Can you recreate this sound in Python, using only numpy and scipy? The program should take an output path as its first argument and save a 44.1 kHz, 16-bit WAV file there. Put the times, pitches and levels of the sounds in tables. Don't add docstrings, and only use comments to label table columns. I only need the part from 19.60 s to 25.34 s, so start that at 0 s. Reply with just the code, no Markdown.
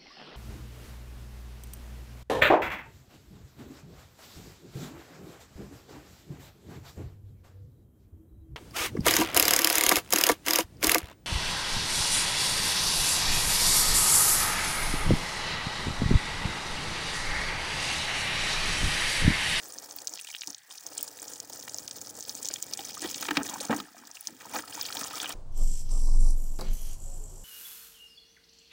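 import sys
import numpy as np
from scipy import signal
from scipy.fft import rfft, irfft
from scipy.io import wavfile
from scipy.ndimage import uniform_filter1d

SR = 44100
rng = np.random.default_rng(int(sys.argv[2]) if len(sys.argv) > 2 else 0)


def inscribe(sig):
    pcm = np.round(np.clip(np.atleast_2d(sig).T, -1, 1) * 32767)
    wavfile.write(sys.argv[1], SR, pcm.astype(np.int16))


N = 253134
USUAL_FLOW_DB = -49


def from_db(db):
    return 10 ** (np.asarray(db) / 20)


def rms_one(x):
    return x / np.sqrt(np.mean(x ** 2) + 1e-20)


def evened(x, size=2600):
    power = uniform_filter1d(uniform_filter1d(x ** 2, size), size // 2)
    return x / np.sqrt(np.maximum(power, 0) + 1e-3 * np.mean(x ** 2))


def in_time(rows):
    s, db = np.transpose(rows)
    return np.interp(np.arange(N) / SR, s, db)


def swells(rows):
    t = np.arange(N) / SR
    return sum(height * np.cos(np.pi / 2 * np.clip((t - s) / length, -1, 1)) ** 2
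               for s, length, height in rows)


def loudness_swells(rows):
    return swells([(s, length, from_db(db)) for s, length, db in rows])


def drift(rate):
    step = 40
    r = np.exp(-2 * np.pi * rate * step / SR)
    noise = rng.standard_normal(N // step + 2002)
    slow = signal.lfilter([1], [1, -2 * r, r * r], noise)[2000:]
    return np.interp(np.arange(N) / step, np.arange(len(slow)), rms_one(slow))


def coloured(x, spectrum):
    size = 4096
    hz, db = np.transpose(spectrum)
    bins_hz = np.fft.rfftfreq(size, 1 / SR)
    gain = from_db(np.interp(np.log(bins_hz + 1), np.log(hz), db))
    cepstrum = irfft(np.log(gain))
    cepstrum[1:size // 2] *= 2
    cepstrum[size // 2 + 1:] = 0
    return signal.oaconvolve(x, irfft(np.exp(rfft(cepstrum))))[:N]


def resonance(x, hz, width_hz):
    r = np.exp(-np.pi * width_hz / SR)
    forward = np.array([1, 0, -1]) * (1 - r * r) / 2
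    feedback = [1, -2 * r * np.cos(2 * np.pi * hz / SR), r * r]
    return signal.lfilter(forward, feedback, x + 1e-18)


def band_noise(low_hz, high_hz, size):
    band = signal.butter(2, [low_hz, high_hz], "band", fs=SR, output="sos")
    return rms_one(signal.sosfilt(band, rng.standard_normal(size)))


def hiss(hz, width_hz):
    once = resonance(rng.standard_normal(N), hz, width_hz)
    return rms_one(resonance(once, hz, width_hz))


def add(out, s, sound):
    i = int(np.clip(s * SR, 0, N - 1))
    out[i:i + len(sound)] += sound[:N - i]


def impacts(per_s, spread_db, clump_db):
    sizes = from_db(spread_db * np.minimum(rng.exponential(1, N), 4)) * rng.choice([-1, 1], N)
    happens = rng.random(N) < per_s / SR
    return sizes * happens * from_db(clump_db * drift(114))


def chirp(hz, swell, glide):
    u = np.arange(int(4 * swell * SR) + 2) / (swell * SR)
    pitch = hz * (1 + glide * np.tanh(u - 1))
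    envelope = (u * np.exp(1 - u)) ** 5
    return envelope * np.sin(2 * np.pi * (np.cumsum(pitch) / SR + rng.random()))


def bubble_swarm(per_s, low_hz, high_hz, cycles, glide, spread_db):
    out = np.zeros(N)
    for when, pitch, size in rng.random((int(per_s * N / SR), 3)):
        hz = low_hz * (high_hz / low_hz) ** pitch
        loudness = from_db(-spread_db * np.log(size + .02))
        add(out, when * N / SR, loudness * chirp(hz, cycles / hz, glide))
    return evened(out)


def controls():
    # time in seconds, level in dB.
    flow_curve = [(0, -49.5), (1.8, -50.5), (2.8, -47), (3.25, -46.5), (3.5, -44), (4.1, -46.5),
                  (4.85, -51), (5.25, -44), (5.74, -45.5)]
    # time in seconds, level in dB.
    puddle_curve = [(0, -56.5), (2.4, -61), (3.15, -57.5), (3.7, -55.5), (3.93, -47.5), (4.3, -49),
                    (5.05, -51), (5.3, -50), (5.74, -47)]
    # start in seconds,
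    # end in seconds, loss of spray in dB, loss at the bottom in dB, loss of gurgle in dB (minus is a gain).
    blocks = [(0.567, 0.87, 0, 14, 6), (0.926, 1.094, 15.5, 25, 12), (1.112, 1.24, 2.5, 15, 3.5),
              (1.826, 1.885, 3.5, 0, 4), (2.322, 2.34, 8, 4, 0), (2.52, 2.554, 13, 2, 17),
              (2.98, 3.02, 0, 2.5, 2), (3.064, 3.1, 4.5, 0.5, 3), (3.745, 3.826, 11, 12, -10.5),
              (4.222, 4.541, 13, 18, 11), (4.53, 4.678, 2, 15.5, 11), (4.697, 4.803, 13, 12, 19),
              (5.034, 5.098, 4, 4.5, 2)]
    # middle in seconds, length in seconds,
    # change in dB (minus is a loss).
    brief_changes = [(.89, 0.019, -2), (1.41, 0.11, 3.5), (4.968, 0.06, 10.5)]
    edge_s, surge_db, surge_rate = 0.036, 2, 14.6
    t = np.arange(N) / SR
    surge = surge_db * np.clip(drift(surge_rate), -2, 2)
    change = np.zeros((3, N)) + swells(brief_changes) + surge
    for start, end, *losses in blocks:
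        inside = np.clip(np.minimum(t - start, end - t) / edge_s + .5, 0, 1)
        change -= np.outer(losses, inside)
    spray_change_db, bottom_change_db, gurgle_change_db = change
    flow_db = in_time(flow_curve) - USUAL_FLOW_DB
    return flow_db, in_time(puddle_curve) + gurgle_change_db, spray_change_db, bottom_change_db


def stream(flow_db, gurgle_db, spray_change_db, bottom_change_db):
    # frequency in Hz, level in dB per Hz.
    spray_colour = [(300, -80), (2000, -32), (3500, -9.5), (4700, -4.5), (6600, -0.5), (8500, 0),
                    (10500, -8), (13000, -11), (16000, -10)]
    patter_colour = [(40, -14.5), (80, -22), (120, -13.5), (170, -23.5), (300, 0), (370, -4), (520, 2.5),
                     (750, -5.5), (1200, -10.5), (2400, -30.5)]
    gurgle_colour = [(200, -57), (480, -11.5), (720, 3.5), (950, -2), (1300, 2), (1700, -4.5), (2300, -6.5),
                     (4000, -20.5), (12000, -50)]
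    splatter_colour = [(300, -49), (1100, -11.5), (2100, 0), (2700, -0.5), (3400, 7), (4300, -0.5),
                       (6000, -1), (10000, -9), (16000, -24)]
    # time in seconds, level in dB.
    wall_curve = [(0, -62.5), (2.5, -61.5), (3.2, -51.5), (3.55, -47.5), (4.3, -53.5), (4.9, -53.5),
                  (5.4, -51), (5.74, -42.5)]
    # middle in seconds, length in seconds, level in dB.
    hand_splatters = [(0.594, 0.03, -47), (0.683, 0.03, -42.5), (.755, .04, -52), (1.413, 0.031, -50),
                      (3.44, 0.036, -50), (5.23, 0.11, -48)]
    usual_patter_db, patter_follows = -56, 0.36

    spray_db = USUAL_FLOW_DB + flow_db + spray_change_db
    patter_db = usual_patter_db + patter_follows * flow_db + bottom_change_db
    splatter = from_db(in_time(wall_curve) + spray_change_db) + loudness_swells(hand_splatters)
    blobs = from_db(4.0 * np.clip(drift(65), -2, 2))

    ticks = evened(coloured(blobs * impacts(per_s=6500, spread_db=7.0, clump_db=2.0), spray_colour))
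    fizz = bubble_swarm(per_s=480, low_hz=4660, high_hz=7700, cycles=5.5, glide=0.14, spread_db=4.5)
    prickle = bubble_swarm(per_s=400, low_hz=8180, high_hz=13860, cycles=6.6, glide=0.068, spread_db=10.5)
    spray = (from_db(-1.5) * ticks + from_db(-1.7) * evened(blobs * fizz)
             + from_db(-7.5) * evened(blobs * prickle))

    patter = evened(coloured(impacts(per_s=2500, spread_db=3.0, clump_db=3.5), patter_colour))

    churn_hits = np.sqrt(blobs) * impacts(per_s=2500, spread_db=3.0, clump_db=4.5)
    churn = evened(coloured(churn_hits, gurgle_colour))
    bubbles = bubble_swarm(per_s=200, low_hz=736, high_hz=1930, cycles=3.94, glide=0.13, spread_db=5.5)
    gurgle = from_db(-2.5) * churn + from_db(-6.5) * bubbles

    splats = evened(coloured(blobs * impacts(per_s=2500, spread_db=4.5, clump_db=6.0), splatter_colour))
    plinks = bubble_swarm(per_s=220, low_hz=2117, high_hz=4450, cycles=6.6, glide=0.14, spread_db=1.5)
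    splashes = from_db(-3.5) * splats + from_db(-5.5) * evened(blobs * plinks)
    return (from_db(spray_db) * spray + from_db(patter_db) * patter
            + from_db(gurgle_db) * gurgle + splatter * splashes)


def drops(rows, cycles=2.9, crack_db=-12.5):
    # frequency in Hz, level in dB per Hz.
    crack_colour = [(100, -25), (500, -38), (2000, -18), (8000, 7), (12000, -6.5), (16000, -8)]
    glide, hardening, typical_db = 0.14, 0.39, -26
    count, spatter_s, lead_s, scatter, spatter_db = 6, .0012, .0014, 0.28, -9.0
    out, cracks = np.zeros(N), np.zeros(N)
    for s, db, hz, rest_db in rows:
        swell = cycles / hz
        add(out, s - swell, from_db(db) * chirp(hz, swell, glide))
        hard_db = db + crack_db + hardening * (db - typical_db)
        add(cracks, s, from_db(hard_db) * rms_one(rng.standard_normal(16)) * np.hanning(16))
        lateness = rng.gamma(2, spatter_s, count)
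        detunings = rng.normal(0, scatter, count)
        for late, detune in zip(lateness, detunings):
            droplet = chirp(min(hz * np.exp(detune), SR / 5), swell, glide)
            add(out, s - lead_s + late, from_db(db + rest_db + spatter_db) * droplet)
    return out + coloured(cracks, crack_colour)


def loudest_drops():
    # time in seconds, peak of the tick in dB, pitch in Hz, spatter against the drop in dB
    loud_rows = [(0.1235, -31, 7350, 6.5), (0.1858, -20, 5800, -14), (0.3103, -24.5, 5900, -2),
                 (0.3863, -32, 5940, 4), (0.4725, -13, 5710, -2), (0.48, -27, 6400, -8),
                 (0.4945, -23, 6800, -6), (0.5378, -20.5, 6100, -5), (0.613, -21.5, 8800, -14),
                 (0.6466, -25, 7400, -7), (0.702, -27, 6800, 0), (0.7146, -27, 5700, -10),
                 (0.7662, -28.5, 3420, -14), (0.7868, -33, 5300, -6), (0.81, -24.5, 6000, 2),
                 (0.8348, -37, 5200, 3), (0.8737, -17, 5660, -5), (0.8795, -28, 5400, -10),
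                 (0.901, -27, 5900, -8), (0.9047, -23, 6040, -15), (0.9232, -33, 5800, -10),
                 (0.9305, -30, 5300, -13), (0.947, -23.5, 5530, 1), (0.968, -47, 4200, -6),
                 (0.982, -32.5, 7900, -3), (0.993, -45, 4200, -4), (1.02, -50, 3400, -4),
                 (1.049, -49, 5200, -6), (1.1094, -35.5, 3430, 4), (1.151, -43, 2630, -4),
                 (1.1788, -36.5, 5270, 12.5), (1.2662, -19.5, 6150, -20), (1.3787, -17.5, 7340, 6),
                 (1.4107, -30, 7800, 9), (1.4288, -25.5, 7950, 9.5), (1.4788, -32, 7060, 12.5),
                 (1.6196, -25.5, 7600, 4), (1.6819, -23, 6800, -2), (1.736, -21, 6460, -12),
                 (1.758, -31.5, 5150, 1.5), (1.8019, -17.5, 6300, -2.5), (1.899, -27.5, 6200, 1),
                 (1.9336, -22.5, 6460, -3.5), (1.995, -30, 6400, -1), (2.011, -29, 6960, -12),
                 (2.026, -33, 5530, 8), (2.08, -30, 4870, 3), (2.095, -24, 6170, 2.5),
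                 (2.145, -15, 6560, -10), (2.1852, -15.5, 5830, -30), (2.2786, -19.5, 5600, -5),
                 (2.3112, -20, 5730, -1), (2.415, -20.5, 6860, -19), (2.4716, -24, 5670, -15),
                 (2.553, -28, 7260, -10), (2.5747, -27, 6900, -6), (2.6077, -21, 6450, -22),
                 (2.613, -35, 6400, -7), (2.6263, -22.5, 5900, -5), (2.651, -31, 4970, 2),
                 (2.6949, -17.5, 5500, -2.5), (2.7522, -19.5, 6630, -10), (2.8293, -18, 7200, -16),
                 (2.8485, -21, 6100, -5), (2.856, -15.5, 6000, -8), (2.865, -26, 5500, 3),
                 (2.8755, -21, 6400, -10), (2.8868, -14, 6600, -2.5), (2.9114, -25, 4740, 1),
                 (2.9393, -13, 6600, -3.5), (3.0261, -12, 7050, -11), (3.1366, -15, 5600, -1),
                 (3.1743, -18, 7550, -6), (3.1922, -25.5, 3280, -3.5), (3.2506, -20.5, 6060, -1),
                 (3.2924, -27, 4840, 1), (3.3429, -28, 5730, 1), (3.3788, -22.5, 6930, -6),
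                 (3.3946, -25, 5400, -14), (3.4195, -22, 7660, 7), (3.458, -32, 3600, 6),
                 (3.476, -30, 4450, 0), (3.489, -30, 4000, 0), (3.5131, -18.5, 6340, -11),
                 (3.5443, -25, 5300, 10), (3.56, -19, 6530, -9), (3.58, -25, 6740, -2),
                 (3.6265, -18.5, 6200, 1.5), (3.8327, -20.5, 6800, -3), (3.89, -24.5, 3700, -12),
                 (3.8976, -19.5, 6500, -6), (3.9408, -21, 6800, -3), (4.003, -28, 3920, 4),
                 (4.0065, -22, 6200, 6.5), (4.013, -24, 7160, 6), (4.0523, -22.5, 6450, 4),
                 (4.1649, -27.5, 6130, 9.5), (4.2017, -27.5, 3800, 5.5), (4.266, -40, 8600, -6),
                 (4.39, -41, 5600, 0), (4.453, -38, 4900, -8), (4.472, -38, 7450, 11),
                 (4.514, -30, 6260, 1), (4.61, -22.5, 9530, -19), (4.6723, -13, 5680, -10.5),
                 (4.9588, -21.5, 4400, -6), (4.9872, -20.5, 6550, -5), (5.1536, -21.5, 6400, -10),
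                 (5.2106, -25.5, 4500, 11.5), (5.2535, -27, 4300, 8), (5.2637, -20, 6440, -3),
                 (5.286, -35, 3650, 11), (5.3257, -23, 4150, 0), (5.3704, -22, 3940, -3),
                 (5.4137, -20, 8140, -6), (5.4414, -19.5, 5960, -3), (5.51, -30.5, 3700, -2),
                 (5.5567, -21.5, 5710, -1), (5.603, -28, 4640, 5), (5.645, -31, 3560, 6),
                 (5.6932, -20, 8200, -17)]
    return drops(loud_rows)


def lesser_drops(spray_db):
    per_s, usual_db, spread_db, follows = 30, -34.5, 2, 0.9
    usual_hz, spread_octaves, spatter_db, spatter_spread_db = 6490, 0.28, 0.5, 1.5
    count = int(per_s * N / SR)
    chance = rng.standard_normal((count, 4))
    s = np.clip((np.arange(count) + .5 + chance[:, 0]) / per_s, 0, (N - 1) / SR)
    db = usual_db + follows * spray_db[(s * SR).astype(int)] + spread_db * chance[:, 1]
    hz = usual_hz * 2 ** (spread_octaves * chance[:, 2])
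    rest_db = spatter_db + spatter_spread_db * chance[:, 3]
    return drops(np.transpose([s, db, hz, rest_db]), cycles=3.4, crack_db=-10)


def slaps():
    # start in seconds, slap level in dB, slap decay in seconds, brightness (top edge) in Hz,
    # thump level in dB, thump pitch in Hz. Both levels get a small common trim below.
    slap_rows = [(.875, -50, 0.018, 1110, -40.5, 283), (2.078, -35.5, 0.0059, 2900, -49, 286),
                 (2.902, -36.5, 0.0043, 2570, -42, 360), (3.189, -39, 0.0022, 3070, -40, 330),
                 (3.421, -43.5, 0.049, 2030, -32, 326), (3.444, -40, 0.018, 2150, -22.5, 343),
                 (3.6247, -30.5, 0.0077, 4200, -44, 293), (3.652, -30, .005, 4600, -50, 300),
                 (3.6853, -20, 0.005, 2700, -28, 342), (3.7079, -18.5, 0.0055, 3620, -21.5, 306),
                 (3.7696, -13, 0.0051, 3970, -17, 288), (3.8045, -36, 0.016, 1500, -21, 268),
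                 (4.095, -31.5, 0.033, 1320, -14, 229), (4.106, -27.5, 0.011, 2440, -18, 285),
                 (4.126, -24, 0.013, 1600, -28, 248), (4.146, -41, .016, 1600, -24.5, 282),
                 (4.183, -39.5, 0.012, 2020, -30, 272), (4.216, -61, 0.0076, 2000, -41, 274),
                 (4.945, -36, 0.0047, 2470, -38, 297), (4.962, -33, 0.013, 1470, -37, 327),
                 (4.988, -32, 0.0095, 2170, -35, 327), (5.325, -34.5, 0.0043, 3600, -52, 298),
                 (5.368, -35, .004, 3600, -52, 302), (5.412, -31, 0.0032, 3000, -34, 251),
                 (5.507, -36, .004, 3000, -50, 304), (5.642, -28.5, 0.0047, 3200, -43, 304),
                 (5.696, -37.5, 0.012, 3020, -40.5, 275)]
    low_hz, rise_s, squeeze, slap_trim_db = 600, 0.00063, 1.65, -0.9
    thump_s, thump_rise_s, thump_lag_s, thump_trim_db = 0.0091, 0.0035, .0015, 0.76
    churn_db, churn_s, thud_db, thud_s = -12.0, 0.015, -29, 0.032
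    squelch_db, squelch_s = -22, 0.012
    out, squelches, t = np.zeros(N), np.zeros(N), np.arange(SR // 5) / SR
    for s, db, decay, bright_hz, push_db, hz in slap_rows:
        smack = band_noise(low_hz, max(bright_hz, 2 * low_hz), len(t))
        smack *= np.exp(-(t / decay) ** squeeze) * (1 - np.exp(-t / rise_s))
        air = np.sin(2 * np.pi * hz * t) * np.exp(-t / thump_s)
        churn = from_db(churn_db) * band_noise(0.68 * hz, 1.62 * hz, len(t)) * np.exp(-t / churn_s)
        thud = from_db(thud_db) * band_noise(58, 236, len(t)) * np.exp(-t / thud_s)
        thump = (air + churn + thud) * (1 - np.exp(-t / thump_rise_s))
        squelch = band_noise(450, 2200, len(t)) * np.exp(-t / squelch_s)
        add(out, s, from_db(db + slap_trim_db) * smack)
        add(out, s + thump_lag_s, from_db(push_db + thump_trim_db) * thump)
        add(squelches, s + decay, from_db(db + squelch_db) * squelch)
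    ragged = from_db(3 * np.clip(drift(190), -2, 2))
    return out + squelches * ragged


def large_bubbles():
    # time in seconds, peak in dB (before a small common trim), pitch in Hz,
    # length in seconds (scales decay and glide), rise in pitch as a share.
    bubble_rows = [(.387, -30, 4520, 0.00247, .06), (0.593, -33.5, 2630, 0.002, .2),
                   (.649, -37, 2630, 0.0022, .15), (.69, -48, 920, .004, 0.087),
                   (.704, -37.5, 2250, 0.0026, .15), (.729, -39, 3040, 0.0027, .1),
                   (0.742, -33, 2900, .002, 0.14), (0.835, -31.5, 2670, 0.0012, 0.2),
                   (1.111, -48.5, 1060, 0.0069, .05), (1.325, -45, 597, 0.0057, .2),
                   (1.391, -35.5, 3130, .003, 0.16), (1.9, -41, 890, 0.0026, .2),
                   (1.904, -42.5, 550, .004, .2), (2.149, -42, 620, 0.0038, .2),
                   (2.473, -48, 1330, 0.0028, .1), (2.59, -44, 597, .004, .2),
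                   (2.906, -37.5, 560, .004, 0.23), (2.961, -26.5, 3370, 0.002, 0.22),
                   (3.196, -36.5, 787, 0.012, 0.026), (3.373, -33.5, 1190, 0.0045, 0.18),
                   (3.388, -47, 1420, .005, .1), (3.631, -32, 1285, 0.0042, .1),
                   (3.893, -39, 1160, .004, .15), (3.913, -36, 1020, .005, .05),
                   (3.937, -32.5, 850, 0.0041, 0.16), (3.96, -31.5, 1000, 0.0032, .2),
                   (4.012, -32.5, 544, 0.0057, 0.13), (4.104, -20.5, 520, 0.0038, .15),
                   (4.138, -27, 750, 0.0064, 0.038), (4.202, -29, 1230, 0.00296, 0.11),
                   (4.255, -45, 1690, 0.0029, .1), (4.286, -48, 1250, 0.0028, .15),
                   (4.349, -46.5, 704, 0.0063, 0.081), (4.426, -48, 1600, 0.0019, .1),
                   (4.437, -43.5, 1050, 0.002, .2), (4.571, -35.5, 2700, 0.0028, 0.3),
                   (4.855, -37, 950, 0.0042, .2), (4.956, -29.5, 1210, 0.0034, .2),
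                   (5.039, -36, 1290, 0.0033, .1), (5.127, -33, 3080, 0.0019, 0.15),
                   (5.178, -34.5, 920, 0.0042, 0.16), (5.196, -36.5, 1120, 0.00705, .05),
                   (5.231, -34, 3300, .0025, .1), (5.304, -32, 1320, 0.0028, 0.32),
                   (5.353, -43, 1550, 0.0027, .1), (5.37, -41, 860, 0.0032, .1),
                   (5.414, -32, 1310, 0.0044, .08), (5.42, -36.5, 604, 0.0027, 0.11),
                   (5.43, -32.5, 1160, 0.0019, .15), (5.447, -35, 1160, 0.0018, 0.16),
                   (5.467, -37, 3030, .003, .08), (5.512, -39, 960, 0.0039, .2),
                   (5.54, -33.5, 1260, 0.0075, .08), (5.577, -33, 1190, .004, 0.22),
                   (5.602, -23, 3500, 0.0023, 0.097), (5.632, -34, 1390, .003, .1),
                   (5.644, -33, 850, 0.0018, 0.12), (5.659, -25, 3050, .002, 0.17),
                   (5.667, -31, 2930, .003, .08), (5.696, -34.5, 650, 0.0021, .15),
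                   (5.705, -34, 1110, 0.0021, .15), (5.706, -31, 3000, 0.0022, .1)]
    pinch_cycles, ring, entry_db, entry_s = 1.06, 0.8, -10, 0.0023
    out, t = np.zeros(N), np.arange(SR // 16) / SR
    for s, db, hz, length, glide in bubble_rows:
        pitch = hz * (1 + glide * np.tanh(t / length / 3 - .25))
        envelope = (1 - np.exp(-t * hz / pinch_cycles)) * np.exp(-t / (ring * length))
        tone = np.sin(2 * np.pi * (np.cumsum(pitch) / SR + rng.random()))
        note = envelope / envelope.max() * tone
        entry = from_db(entry_db) * band_noise(0.38 * hz, 1.75 * hz, len(t)) * np.exp(-t / entry_s)
        add(out, s - length / 2, from_db(db) * (note + entry))
    return from_db(0.5) * out


def hollow(flow_db, bottom_change_db):
    # middle in seconds, length in seconds, level in dB.
    stirs = [(0.903, 0.04, -59), (3.846, 0.64, -50.5), (4.184, 0.083, -45.5), (4.433, 0.13, -59),
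             (4.725, 0.075, -52.5), (4.945, 0.14, -54)]
    boom_dry_db, boom_soaked_db, boom_follows = -69.5, -63.5, 0.87
    drum_dry_db, drum_soaked_db = -75, -64.5
    soak_from_s, soak_to_s = 1.5, 2.03
    soaked = np.clip((np.arange(N) / SR - soak_from_s) / (soak_to_s - soak_from_s), 0, 1)
    boom_db = boom_dry_db + soaked * (boom_soaked_db - boom_dry_db)
    boom_db = boom_db + boom_follows * flow_db + bottom_change_db
    drum_db = drum_dry_db + soaked * (drum_soaked_db - drum_dry_db) + np.minimum(bottom_change_db, 0)
    boom_hits = impacts(per_s=900, spread_db=4.0, clump_db=3.5)
    boom = resonance(resonance(boom_hits, 282, 105), 227, 117)
    drum_hits = impacts(per_s=490, spread_db=4.5, clump_db=6.5)
    drum = resonance(resonance(drum_hits, 104.0, 40), 103, 120)
    boom_level = np.hypot(from_db(boom_db), loudness_swells(stirs))
    return boom_level * evened(boom) + from_db(drum_db) * evened(drum)


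def slosh():
    # middle in seconds, length in seconds, level in dB.
    slosh_rows = [(3.454, 0.029, -44), (3.799, 0.028, -40), (3.938, 0.054, -46), (4.049, 0.014, -43.5),
                  (4.118, 0.024, -42), (4.955, 0.043, -40), (5.19, 0.042, -54)]
    # frequency in Hz, level in dB per Hz.
    slosh_colour = [(250, -27), (500, 3), (850, 8), (1300, -4), (1900, -8), (2600, -6), (5000, -24)]
    wash = evened(coloured(impacts(per_s=12000, spread_db=1.5, clump_db=-0.5), slosh_colour))
    return loudness_swells(slosh_rows) * wash


def rustle():
    # middle in seconds,
    # length in seconds, level in dB.
    rustle_rows = [(3.443, .033, -41), (3.761, 0.019, -37), (3.92, .05, -51), (4.245, 0.034, -56),
                   (4.397, .06, -63.5), (4.81, .011, -46.5), (4.943, .016, -41)]
    # frequency in Hz, level in dB per Hz.
    rustle_colour = [(300, -22), (900, -2), (1700, 2), (3200, -1.5), (6000, -5), (10000, -14), (16000, -24)]
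    crackle = evened(coloured(impacts(per_s=9000, spread_db=3.0, clump_db=1.5), rustle_colour))
    return loudness_swells(rustle_rows) * crackle


def hand_hits():
    # time in seconds, peak in dB (before a small common trim), pitch in Hz.
    hit_rows = [(.5753, -24.5, 4270), (.5865, -26, 5800), (.7493, -19, 3100), (.818, -29, 3400),
                (0.8194, -18.5, 3950), (0.8353, -28, 2880)]
    cycles, glide, trim_db = 1.22, .1, 1
    out = np.zeros(N)
    for s, db, hz in hit_rows:
        add(out, s - cycles / hz, from_db(db + trim_db) * chirp(hz, cycles / hz, glide))
    return out


def snaps():
    # start in seconds, strength in dB (before a common trim and the colouring).
    snap_rows = [(0.0852, -32), (0.3626, -24), (0.8729, -32), (1.3763, -34), (1.4087, -28), (1.4282, -17),
                 (1.6606, -35), (1.7355, -34), (1.8013, -39), (1.8981, -34), (2.3755, -31), (2.6938, -29),
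                 (2.9377, -28), (3.026, -27), (3.707, -22), (3.8317, -32), (4.0043, -30), (4.1624, -28),
                 (4.4742, -38), (4.6084, -33), (4.6713, -32), (4.9711, -27), (5.1367, -33), (5.225, -19),
                 (5.413, -24), (5.5553, -32), (5.6945, -24)]
    # frequency in Hz, level in dB per Hz.
    snap_colour = [(1000, -40), (5000, -14), (9000, -2), (12000, 3), (16000, 4)]
    decay_s, trim_db = 0.00051, -3.5
    out, t = np.zeros(N), np.arange(SR // 200) / SR
    for s, db in snap_rows:
        add(out, s, from_db(db + trim_db) * rng.standard_normal(len(t)) * np.exp(-t / decay_s))
    return coloured(out, snap_colour)


def bucket(x):
    # frequency in Hz, width in Hz, level in dB
    cavity = [(185, 49, -3.5), (231, 52, -11), (293, 32, 0.5), (384, 29, -13), (450, 22, -9),
              (512, 50, -11.5), (844, 43, -4.5), (914, 24, -1.5), (1293, 77, -12), (1606, 125, -3),
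              (1800, 67, -5.5), (2300, 33, -23), (2480, 14, -8), (2660, 43, -15), (2990, 45, -9),
              (3280, 81, -4)]
    echo_db, echo_s, first_echo_s, ring_db = -10, 0.002, 0.0011, -1
    t = np.arange(SR // 20) / SR
    bounces = rng.standard_normal(len(t)) * np.exp(-t / echo_s) * (t > first_echo_s)
    echoes = signal.oaconvolve(x, bounces / np.linalg.norm(bounces))[:N]
    ringing = sum(from_db(db) * resonance(x, hz, width) for hz, width, db in cavity)
    return x + from_db(echo_db) * echoes + from_db(ring_db) * ringing


def palm():
    return loudness_swells([(1.03, 0.17, -65.5)]) * hiss(hz=1860, width_hz=520)


def tap():
    return from_db(-69.5) * hiss(hz=1727, width_hz=410)


def outdoors():
    # frequency in Hz, level in dB per Hz (only the shape counts).
    air_colour = [(25, -8), (60, -10), (100, 6), (190, 0), (600, -23), (1300, -1), (2500, 1), (6000, 3),
                  (16000, -6.5)]
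    return from_db(-65) * rms_one(coloured(rng.standard_normal(N), air_colour))


def scene():
    flow_db, gurgle_db, spray_change_db, bottom_change_db = controls()
    water = stream(flow_db, gurgle_db, spray_change_db, bottom_change_db) + hollow(flow_db, bottom_change_db)
    falling = loudest_drops() + lesser_drops(flow_db + spray_change_db) + hand_hits() + snaps()
    cloth = slaps() + slosh() + rustle()
    inside = bucket(water + falling + cloth + large_bubbles())
    return (from_db(-2.0) * inside + palm() + tap() + outdoors())[None]


def record(dry):
    peak_hz, peak_width_hz, peak_db = 15250, 1300, 12
    bass_cut_hz, cutoff_hz = 42, 16000
    thin = signal.sosfilt(signal.butter(2, bass_cut_hz, "high", fs=SR, output="sos"), dry)
    peak = resonance(resonance(thin, peak_hz, peak_width_hz), peak_hz, peak_width_hz)
    bright = thin + from_db(peak_db) * peak
    return signal.sosfilt(signal.ellip(10, .2, 80, cutoff_hz, fs=SR, output="sos"), bright)


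dry = scene()
out = record(dry)
inscribe(out)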